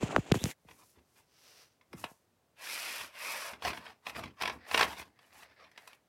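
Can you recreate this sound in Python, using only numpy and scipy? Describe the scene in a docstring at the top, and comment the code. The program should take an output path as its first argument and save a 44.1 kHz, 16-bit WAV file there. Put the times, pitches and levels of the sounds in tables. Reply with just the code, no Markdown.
"""Video cassette out of its sleeve

Fingers settle on a recorder, rubbing and knocking its case. In a small bedroom, a video cassette is
lifted off a blanket and slides out of its cardboard sleeve in two long stick-slip scrapes.
Its hollow plastic shell and loose reels clack as a hand catches it and turns it over."""
import sys
import numpy as np
from scipy import signal
from scipy.fft import rfft, irfft, next_fast_len
from scipy.io import wavfile
from scipy.ndimage import uniform_filter1d, map_coordinates

SR = 44100
rng = np.random.default_rng(int(sys.argv[2]) if len(sys.argv) > 2 else 0)


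def to_wav(s):
    """Save 16-bit WAV."""
    ch = np.atleast_2d(s).T  # columns
    pcm = np.round(np.clip(ch, -1, 1) * 32767)  # PCM
    wavfile.write(sys.argv[1], SR, pcm.astype(np.int16))


N = 268128


def amp(db):
    """Decibels to gain."""
    return 10 ** (np.asarray(db) / 20)


def unit(x):
    """x at rms 1."""
    return x / np.sqrt(np.mean(x ** 2) + 1e-20)


def along(points, hz):
    """(Hz, value) points read on a log axis."""
    point_hz, values = np.transpose(points)
    return np.interp(np.log(hz + 1), np.log(point_hz + 1), values)


def add(track, start_s, sound):
    """Mix a sound into the track."""
    part = track[max(round(start_s * SR), 0):][:len(sound)]
    part += sound[:len(part)]


def wobble(rate_hz):
    """Smooth random curve through rate_hz knots a second."""
    knots = rng.standard_normal(int(N * rate_hz / SR) + 4)
    return map_coordinates(knots, [np.arange(N) * rate_hz / SR])


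def colour(x, db_of_hz):
    """Minimum-phase filter with the given dB response."""
    size = 2 * next_fast_len(len(x) // 2 + 2048)
    gain = amp(db_of_hz(np.fft.rfftfreq(size, 1 / SR)))
    cepstrum = irfft(np.log(np.maximum(gain, 1e-6)), size)
    cepstrum[1:size // 2] *= 2
    cepstrum[size // 2 + 1:] = 0
    return irfft(rfft(x, size) * np.exp(rfft(cepstrum)), size)[:len(x)]


def friction(db_of_hz, slips_per_s, spread_db, judder_db, judder_hz):
    """Tiny random slips under uneven pressure, heard through a body; rms 1."""
    slipping = rng.random(N) < slips_per_s / SR
    slips = slipping * rng.standard_normal(N) * amp(spread_db * rng.standard_normal(N))
    force = unit(slips) + .5 * rng.standard_normal(N)
    pressure = amp(judder_db * wobble(judder_hz))
    return unit(colour(force * pressure, db_of_hz))


def strokes(rows, rise_s, fall_s):
    """Swell, hold and decay for rows of (start s, length s, dB, ..); one gain curve per dB column."""
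    t, power = np.arange(N) / SR, np.zeros((len(rows[0]) - 2, N))
    for start, length, *levels_db in rows:
        span = slice(*np.searchsorted(t, [start - 10 * rise_s, start + length + 10 * fall_s]))
        before = np.maximum(start - t[span], 0)
        after = np.maximum(t[span] - start - length, 0)
        shape = np.exp(-before / rise_s - after / fall_s)
        power[:, span] += (amp(levels_db)[:, None] * shape) ** 2
    return np.sqrt(power)


def resonance(hz, width_hz):
    """Narrow friction-fed resonance at a steady or moving pitch; rms 1."""
    phase = 2 * np.pi * np.cumsum(hz * np.ones(N)) / SR
    return unit(wobble(width_hz) * np.cos(phase) + wobble(width_hz) * np.sin(phase))


def shifting(x, patchy_db):
    """As the grip changes, the tones the body favours come and go; rms 1."""
    spectrum = signal.stft(x, nperseg=1024)[2]
    patches = uniform_filter1d(rng.standard_normal(spectrum.shape), size=4, axis=0)
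    patches = uniform_filter1d(patches, size=4, axis=1)
    return unit(signal.istft(spectrum * amp(patchy_db * unit(patches)), nperseg=1024)[1][:N])


# Finger drags on the case. Each row: start in s, length in s, then rub, hiss and fizz in dB.
CASE_DRAGS = [(.012, .04, -44.5, -47.5, -66.5), (.058, .025, -45.5, -47.5, -73),
              (.09, 0.083, -38, -51, -78.5), (.178, 0.018, -50.5, -52.5, -66), (.2, 0.055, -56, -58.5, -76),
              (.262, .045, -48.5, -56, -78), (.343, .03, -43.5, -45.5, -51), (.39, 0.049, -52.5, -54, -55),
              (.448, 0.067, -50.5, -49.5, -49.5)]
# Spectra of rub, hiss, and skin or fibre fizz. Each row: frequency in Hz, relative level in dB.
CASE_RUB = [(50, -31), (130, 1), (400, 1.5), (900, -4), (1500, -11.5), (2500, -22.5), (5000, -60.5)]
CASE_HISS = [(700, -27.5), (1500, -2.5), (2700, 2.5), (3600, -4.5), (5300, -11), (7200, -4.5),
             (9500, -18.5), (14000, -33)]
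FIZZ = [(2000, -16.5), (4500, -5.5), (6100, 0), (6400, -1.5), (12000, -2), (16000, -11)]
# Path of the skin's squeak. Each row: time in s, pitch in Hz, level in dB.
SQUEAK = [(.36, 2900, -62.5), (.39, 3295, -51.5), (.42, 3780, -51.5), (.45, 3745, -59), (.48, 2676, -56.5),
          (.515, 2050, -55), (.535, 1945, -65)]


def grip():
    """Skin drags over the recorder's case and squeaks as it lets go."""
    rub, hiss, fizz = strokes(CASE_DRAGS, rise_s=.005, fall_s=.0076)
    low = friction(lambda hz: along(CASE_RUB, hz), 1500, 1.1, judder_db=.61, judder_hz=50)
    mid = friction(lambda hz: along(CASE_HISS, hz), 9000, 1.7, judder_db=2.3, judder_hz=60)
    high = friction(lambda hz: along(FIZZ, hz), 9700, 2, judder_db=.92, judder_hz=47)
    times, pitch_hz, db = np.transpose(SQUEAK)
    t = np.arange(N) / SR
    squeak_gain = amp(np.interp(t, times, db)) * (t > times[0]) * (t < times[-1])
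    squeak = resonance(np.interp(t, times, pitch_hz), width_hz=650)
    return rub * low + hiss * mid + fizz * high + squeak_gain * squeak


# Knocks on the case, later dull bumps of the box. Each row: start in s, peak in dB,
# strongest pitch in Hz, cycles per e-fold fall of pitch.
KNOCKS = [(0.0272, -24.5, 283, 2.4), (.163, -12.5, 1244, 2.1), (0.179, -24.5, 284, 2.4),
          (0.3154, -16, 296, 1.8), (0.3426, -26, 605, 2), (0.3526, -27.5, 220.8, 2.06),
          (.370, -36, 204, 1.5), (.412, -39, 255, 2.2), (0.438, -22.5, 181, 1.43), (0.458, -31, 199.7, 1.9),
          (0.648, -52.5, 220, 2.2), (1.932, -42, 263, 3.7), (2.0397, -35.5, 620, 2.22),
          (2.115, -47, 550, 0.98)]


def knocks(start_hz=2100, low_cut_hz=100, focus=1.9):
    """Knocks travel through the case treble first: each is a fast falling chirp."""
    out, t = np.zeros(N), np.arange(SR // 10) / SR
    for start, db, centre_hz, cycles in KNOCKS:
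        hz = 1 / (1 / start_hz + t / cycles)
        turns = np.cumsum(hz) / SR
        band = (2 / (hz / centre_hz + centre_hz / hz)) ** focus
        envelope = band / np.sqrt(1 + (low_cut_hz / hz) ** 6)
        grit = .35 * map_coordinates(rng.standard_normal(100), [turns * 4])
        add(out, start, amp(db) * envelope * (np.sin(2 * np.pi * turns) + grit))
    return out


# Snaps of the case. Each row: start in s, peak in dB, pitch in Hz, treble cutoff in Hz.
SNAPS = [(0.1638, -16.5, 2430, 5070), (0.3163, -23.5, 2500, 4000), (0.3202, -8, 2596, 6010),
         (0.344, -30.5, 3500, 9000), (0.3547, -23.5, 2970, 9000), (.4401, -11, 6000, 9500),
         (0.4564, -20, 1950, 5010)]


def snaps(t60_s=.00083):
    """The case snaps right at the microphone: a few sharply damped cycles."""
    out, t = np.zeros(N), np.arange(SR // 10) / SR
    decay = np.exp(-np.log(1000) * t / t60_s)
    for start, db, pitch_hz, cutoff_hz in SNAPS:
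        ring = np.cos(2 * np.pi * pitch_hz * t) + .066 * rng.standard_normal(len(t))
        snap = colour(ring * decay, lambda hz: -10 * np.log10(1 + (hz / cutoff_hz) ** 4))
        add(out, start, amp(db) * snap / np.abs(snap).max())
    return out


# Modes of the hollow shell. Each row: centre in Hz, width in Hz, weight on a log scale.
SHELL_MODES = [(966, 29, -4.5), (1093, 160, 5.5), (1450, 20, -24.5), (1710, 320, -1.5), (1986, 320, -17),
               (2597, 810, 7.5), (3340, 310, -0.5), (3900, 160, -16), (5930, 520, -6)]


def shell_db(hz, depth_db):
    """Lift from the shell's resonances, depth_db at the strongest."""
    lift = sum(amp(weight / 2) / (1 + (2 * (hz - centre) / width) ** 2)
               for centre, width, weight in SHELL_MODES)
    return depth_db * lift / (lift.max() + 1e-9)


# Single clacks of the shell. Each row: time in s, level in dB, extra treble in dB.
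CLACKS = [(.686, -53.5, -18), (.71, -54, 6.5), (1.811, -62, -5.5), (1.93, -47.5, 9.5), (2.04, -35, 1.5),
          (3.534, -44, -6), (3.731, -40.5, -3), (3.773, -42.5, -10), (3.864, -46.5, -32),
          (4.066, -35.5, -1), (4.096, -42, 0), (4.149, -47, -8), (4.192, -43.5, 3), (4.236, -41.5, 9.5),
          (4.42, -32, 5.5), (4.712, -33, 5.5), (4.744, -22, 1.5), (4.809, -21, -3), (5.189, -59, 2),
          (5.431, -52.5, 1), (5.714, -61.5, 14), (5.776, -46.5, 8), (5.874, -48.5, 18), (5.93, -54.5, 9.5)]
# Rattles of the loose reels. Each row: first and last clack in s, rough gap in s,
# mid-rattle level in dB, extra treble in dB, drop at both ends in dB.
RATTLES = [(3.622, 3.703, .026, -34.5, 5.5, 5.5), (4.412, 4.497, .0215, -30.5, 0.5, 4.5),
           (4.776, 4.827, .017, -24.5, 7.5, -0.5)]
# Spectrum of the plastic. Each row: frequency in Hz, relative level in dB.
PLASTIC = [(71, -57), (120, -18.5), (580, -6.5), (630, -0.5), (949, -2), (1320, -5), (2480, -4.5),
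           (3110, -9.5), (5300, -11.5), (6630, -24.5), (12300, -29.5), (16000, -42)]


def clacks(lead_s=.02, scuff_s=.0029, rise_s=.0018, heavy_db=-23.5):
    """A short scuff, then plastic chatters on plastic and rings the shell, singly or in even rattles."""
    contacts = list(CLACKS)
    for first, last, gap, db, treble_db, drop_db in RATTLES:
        for u in np.linspace(0, 1, round((last - first) / gap) + 1):
            contacts.append((first + u * (last - first), db - drop_db * (2 * u - 1) ** 2, treble_db))
    out, t = np.zeros(N), np.arange(SR // 6) / SR - lead_s
    after, onset = np.maximum(t, 0), round(lead_s * SR)
    attack = 1 - np.exp(-after / rise_s)
    fade = lambda t60_s: np.exp(-np.log(1000) * after / t60_s)
    for time, db, treble_db in contacts:
        chatter = amp(1.5 * map_coordinates(rng.standard_normal(200), [(t + lead_s) * 900]))
        blow = attack * (chatter * fade(t60_s=.024) + amp(-17) * fade(t60_s=.057))
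        # light taps land cleanly, heavy ones skid in
        scuff = amp(-14 + min(db - heavy_db, 0)) * chatter * np.exp(-np.abs(t) / scuff_s)
        force = rng.standard_normal(len(t)) * (blow + scuff)
        hardness = [(3500, .01), (9000, treble_db)]
        # each spot on the shell favours other tones
        spot = np.transpose([np.geomspace(400, 8000, 30), rng.normal(0, 2.5, 30)])
        clack = colour(force, lambda hz: along(PLASTIC, hz) + along(hardness, hz)
                       + along(spot, hz) + shell_db(hz, depth_db=7))
        onset_rms = np.std(clack[onset:][:SR // 150])
        add(out, time - lead_s, amp(db) * clack / onset_rms)
    return out


# Shifts of the hold. Each row: start in s, length in s, then rumble, rub and skin hiss in dB.
HOLD_SHIFTS = [(.69, .025, -60.5, -62, -71), (0.79, .015, -75, -60, -65.5), (0.964, 0.021, -62.5, -68, -92),
               (1.178, 0.012, -77, -63, -67.5), (1.928, 0.007, -53, -67, -79),
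               (1.981, 0.046, -61, -60, -58), (3, 0.033, -60.5, -58, -73), (3.517, 0.046, -61, -60, -76),
               (3.646, 0.048, -44.5, -36, -51.5), (3.739, .04, -56, -49, -60),
               (3.815, 0.093, -68.5, -55, -70.5), (4.07, 0.031, -62, -48, -58),
               (4.16, .04, -49, -45.5, -57.5), (4.237, .025, -51, -47.5, -79),
               (4.404, 0.065, -55, -45, -61.5), (4.52, 0.03, -50.5, -56.5, -68),
               (4.687, 0.027, -76, -47, -57.5), (4.729, 0.12, -47.5, -41, -49),
               (4.879, .05, -59.5, -45, -54.5), (4.986, 0.0216, -60, -43, -55),
               (5.055, 0.028, -67.5, -76.5, -78.5), (5.217, 0.089, -81, -71, -76.5),
               (5.336, 0.095, -75, -60.5, -64), (5.497, .02, -72, -65, -97), (5.6, 0.052, -71, -59.5, -111),
               (5.79, 0.16, -93, -67, -73)]
# Spectra of the rumble and of a finger driving the shell. Each row: frequency in Hz, relative dB.
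RUMBLE = [(25, -26), (45, -23), (70, 5.5), (130, -4), (280, 0), (500, -10), (1200, -47.5)]
SKIN = [(500, 3), (1100, 2.5), (2200, -0.5), (4500, 0.5), (8000, -0.5)]


def handling(rise_s=.013, bass_lag_s=.014):
    """Fingers shift on the box: a rub that sounds the shell, a brush of skin, a trailing rumble."""
    start, length, rumble_db, rub_db, hiss_db = np.transpose(HOLD_SHIFTS)
    rumble, = strokes(np.c_[start + bass_lag_s, length, rumble_db], rise_s, fall_s=.029)
    rub, = strokes(np.c_[start, length, rub_db], rise_s, fall_s=.024)
    hiss, = strokes(np.c_[start, length, hiss_db], rise_s, fall_s=.018)
    dull = friction(lambda hz: along(RUMBLE, hz), 600, 1.8, judder_db=1.5, judder_hz=21)
    shell = friction(lambda hz: along(PLASTIC, hz) + along(SKIN, hz) + shell_db(hz, depth_db=4),
                     5000, 2, judder_db=2.7, judder_hz=110)
    brush = friction(lambda hz: along(FIZZ, hz), 6600, 1.8, judder_db=1.5, judder_hz=60)
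    return rumble * dull + rub * shifting(shell, patchy_db=3.5) + hiss * brush


# Drags over the blanket. Each row: start in s, length in s, rustle in dB, fibre hiss in dB.
SWISHES = [(.76, 0.14, -77.5, -68.5), (1.13, 0.063, -79, -76), (1.43, 0.19, -61.5, -73.5),
           (2.09, 0.012, -77, -65)]
# Spectrum of the pile. Each row: frequency in Hz, relative level in dB.
PILE = [(240, -19.5), (420, -2.5), (800, -7.5), (1600, -6), (2700, -5), (3600, -7), (4700, -3.5),
        (6000, -2.5), (6600, -13), (13000, -16.5), (16000, -21.5)]


def blanket():
    """The box slides over the blanket: the pile rustles and fine fibres hiss."""
    rustle, hiss = strokes(SWISHES, rise_s=.078, fall_s=.053)
    pile = friction(lambda hz: along(PILE, hz), 6400, 1.5, judder_db=1.4, judder_hz=33)
    fibres = friction(lambda hz: along(FIZZ, hz), 9000, 1.5, judder_db=1.2, judder_hz=72)
    return rustle * pile + hiss * fibres


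# Pushes out of the sleeve. Each row: start, stop, speed-up, slow-down and surge time in s,
# speed surge in dB, then base levels of scrape, edge hiss and rasp in dB.
PUSHES = [(2.539, 3.141, 0.19, 0.17, 2.74, 1, -43.5, -44, -47),
          (3.086, 3.579, 0.2, 0.13, 3.31, 3, -42.5, -46, -45)]
# Spectra of the sleeve and the bared shell. Each row: frequency in Hz, relative level in dB.
CARDBOARD = [(60, -34), (250, -19), (400, -16), (600, -9), (850, -9), (1150, -7.5), (1600, -6.5),
             (2400, -4.5), (3900, -10), (5200, -6.5), (6100, -9.5), (6350, -14), (12000, -12),
             (16000, -26.5)]
BARE_SHELL = [(100, -17), (350, -9), (620, 7.5), (800, 3), (1150, 5.5), (3000, -9), (6000, -44.5)]


def slide(split_hz=3800, wall_hz=2396, surge_s=.045, hiss_wane_db_per_s=5, rasp_wane_db_per_s=20):
    """The shell sticks and slips along cardboard; speed brings out edge hiss and the wall's rasp."""
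    t = np.arange(N) / SR
    ease = lambda u: np.sin(np.pi / 2 * np.clip(u, 0, 1)) ** 2
    scrape, hiss, rasp = np.zeros((3, N))
    for start, stop, rise_s, fall_s, surge_at, surge_db, scrape_db, hiss_db, rasp_db in PUSHES:
        run = ease((t - start) / rise_s) * ease((stop - t) / fall_s)
        speed = run * amp(surge_db * np.exp(-((t - surge_at) / surge_s) ** 2))
        scrape += amp(scrape_db) * run
        hiss += amp(hiss_db - hiss_wane_db_per_s * (t - start)) * speed ** 1.3
        rasp += amp(rasp_db - rasp_wane_db_per_s * (t - start)) * speed ** 2.3
    lows = lambda hz: along(CARDBOARD, hz) - 10 * np.log10(1 + (hz / split_hz) ** 8)
    highs = lambda hz: along(CARDBOARD, hz) - 10 * np.log10(1 + (split_hz / (hz + 1)) ** 8)
    sleeve = friction(lambda hz: lows(hz) + shell_db(hz, depth_db=2),
                      5000, 1.6, judder_db=.22, judder_hz=76)
    shell = friction(lambda hz: along(BARE_SHELL, hz) + shell_db(hz, depth_db=7),
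                     4000, 1.4, judder_db=1.2, judder_hz=64)
    edge = friction(highs, 9000, 1.3, judder_db=.98, judder_hz=76)
    # the further the cassette sticks out, the more its shell is heard
    bared = np.interp(t, [2.95, 3.5], [0, .7])
    body = np.sqrt(1 - bared) * sleeve + amp(-1) * np.sqrt(bared) * shell
    return scrape * shifting(body, patchy_db=2.5) + hiss * edge + rasp * resonance(wall_hz, width_hz=560)


# Tilts of the cassette. Each row: start in s, length in s, level in dB.
TILTS = [(4.63, 0.099, -55.5), (5.21, 0.71, -68.5)]
# Spectrum of the reels' rub. Each row: frequency in Hz, relative level in dB.
REEL_RUB = [(290, -36.5), (500, -5), (1240, -10), (1360, -8.5), (1810, 1), (3090, -16), (5030, -13.5),
            (7210, -43.5), (8000, -32.5), (10400, -63), (17600, -120)]


def reels():
    """The tape reels turn and rub unevenly inside the tilted shell."""
    level, = strokes(TILTS, rise_s=.044, fall_s=.046)
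    return level * friction(lambda hz: along(REEL_RUB, hz), 1700, 2.7, judder_db=3.4, judder_hz=40)


# Bedroom decay. Each row: frequency in Hz, T60 in s.
BEDROOM_T60 = [(200, 0.25), (1500, 0.19), (5000, 0.083), (14000, 0.1)]


def room(x, wet_db, delay_s=.0048):
    """x plus the short reverberation of a small furnished room."""
    hz, t, noise = signal.stft(rng.standard_normal(SR // 2), SR, nperseg=256)
    decay = amp(-60 * t / along(BEDROOM_T60, hz)[:, None])
    tail = signal.istft(noise * decay, SR, nperseg=256)[1]
    tail = np.pad(tail / np.linalg.norm(tail), (round(delay_s * SR), 0))
    return x + amp(wet_db) * signal.fftconvolve(x, tail)[:N]


# Spectrum of the quiet room. Each row: frequency in Hz, relative level in dB.
ROOM_TONE = [(25, -41.5), (45, -16.5), (114, -10), (150, -12.5), (575, -15.5), (1400, -23.5), (2400, -27.5),
             (16000, -36.5)]


def scene():
    """The cassette at arm's length, dry finger sounds on the recorder, and room tone; mono."""
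    quiet = amp(-74.5) * unit(colour(rng.standard_normal(N), lambda hz: along(ROOM_TONE, hz)))
    rubbing = slide() + blanket() + handling() + reels()
    cassette = room(clacks(), wet_db=-8.5) + room(rubbing, wet_db=-17)
    close = knocks() + snaps() + grip()
    return (cassette + close + quiet)[None]


def record(dry, low_hz=50, top_hz=16000):
    """The microphone sheds the deepest bass and keeps nothing above top_hz."""
    size = next_fast_len(N + SR // 2)
    hz = np.fft.rfftfreq(size, 1 / SR)
    response = (hz < top_hz) / np.sqrt(1 + (low_hz / (hz + 1)) ** 8)
    return irfft(rfft(dry, size) * response, size)[:, :N]


dry = scene()
out = record(dry)
to_wav(out)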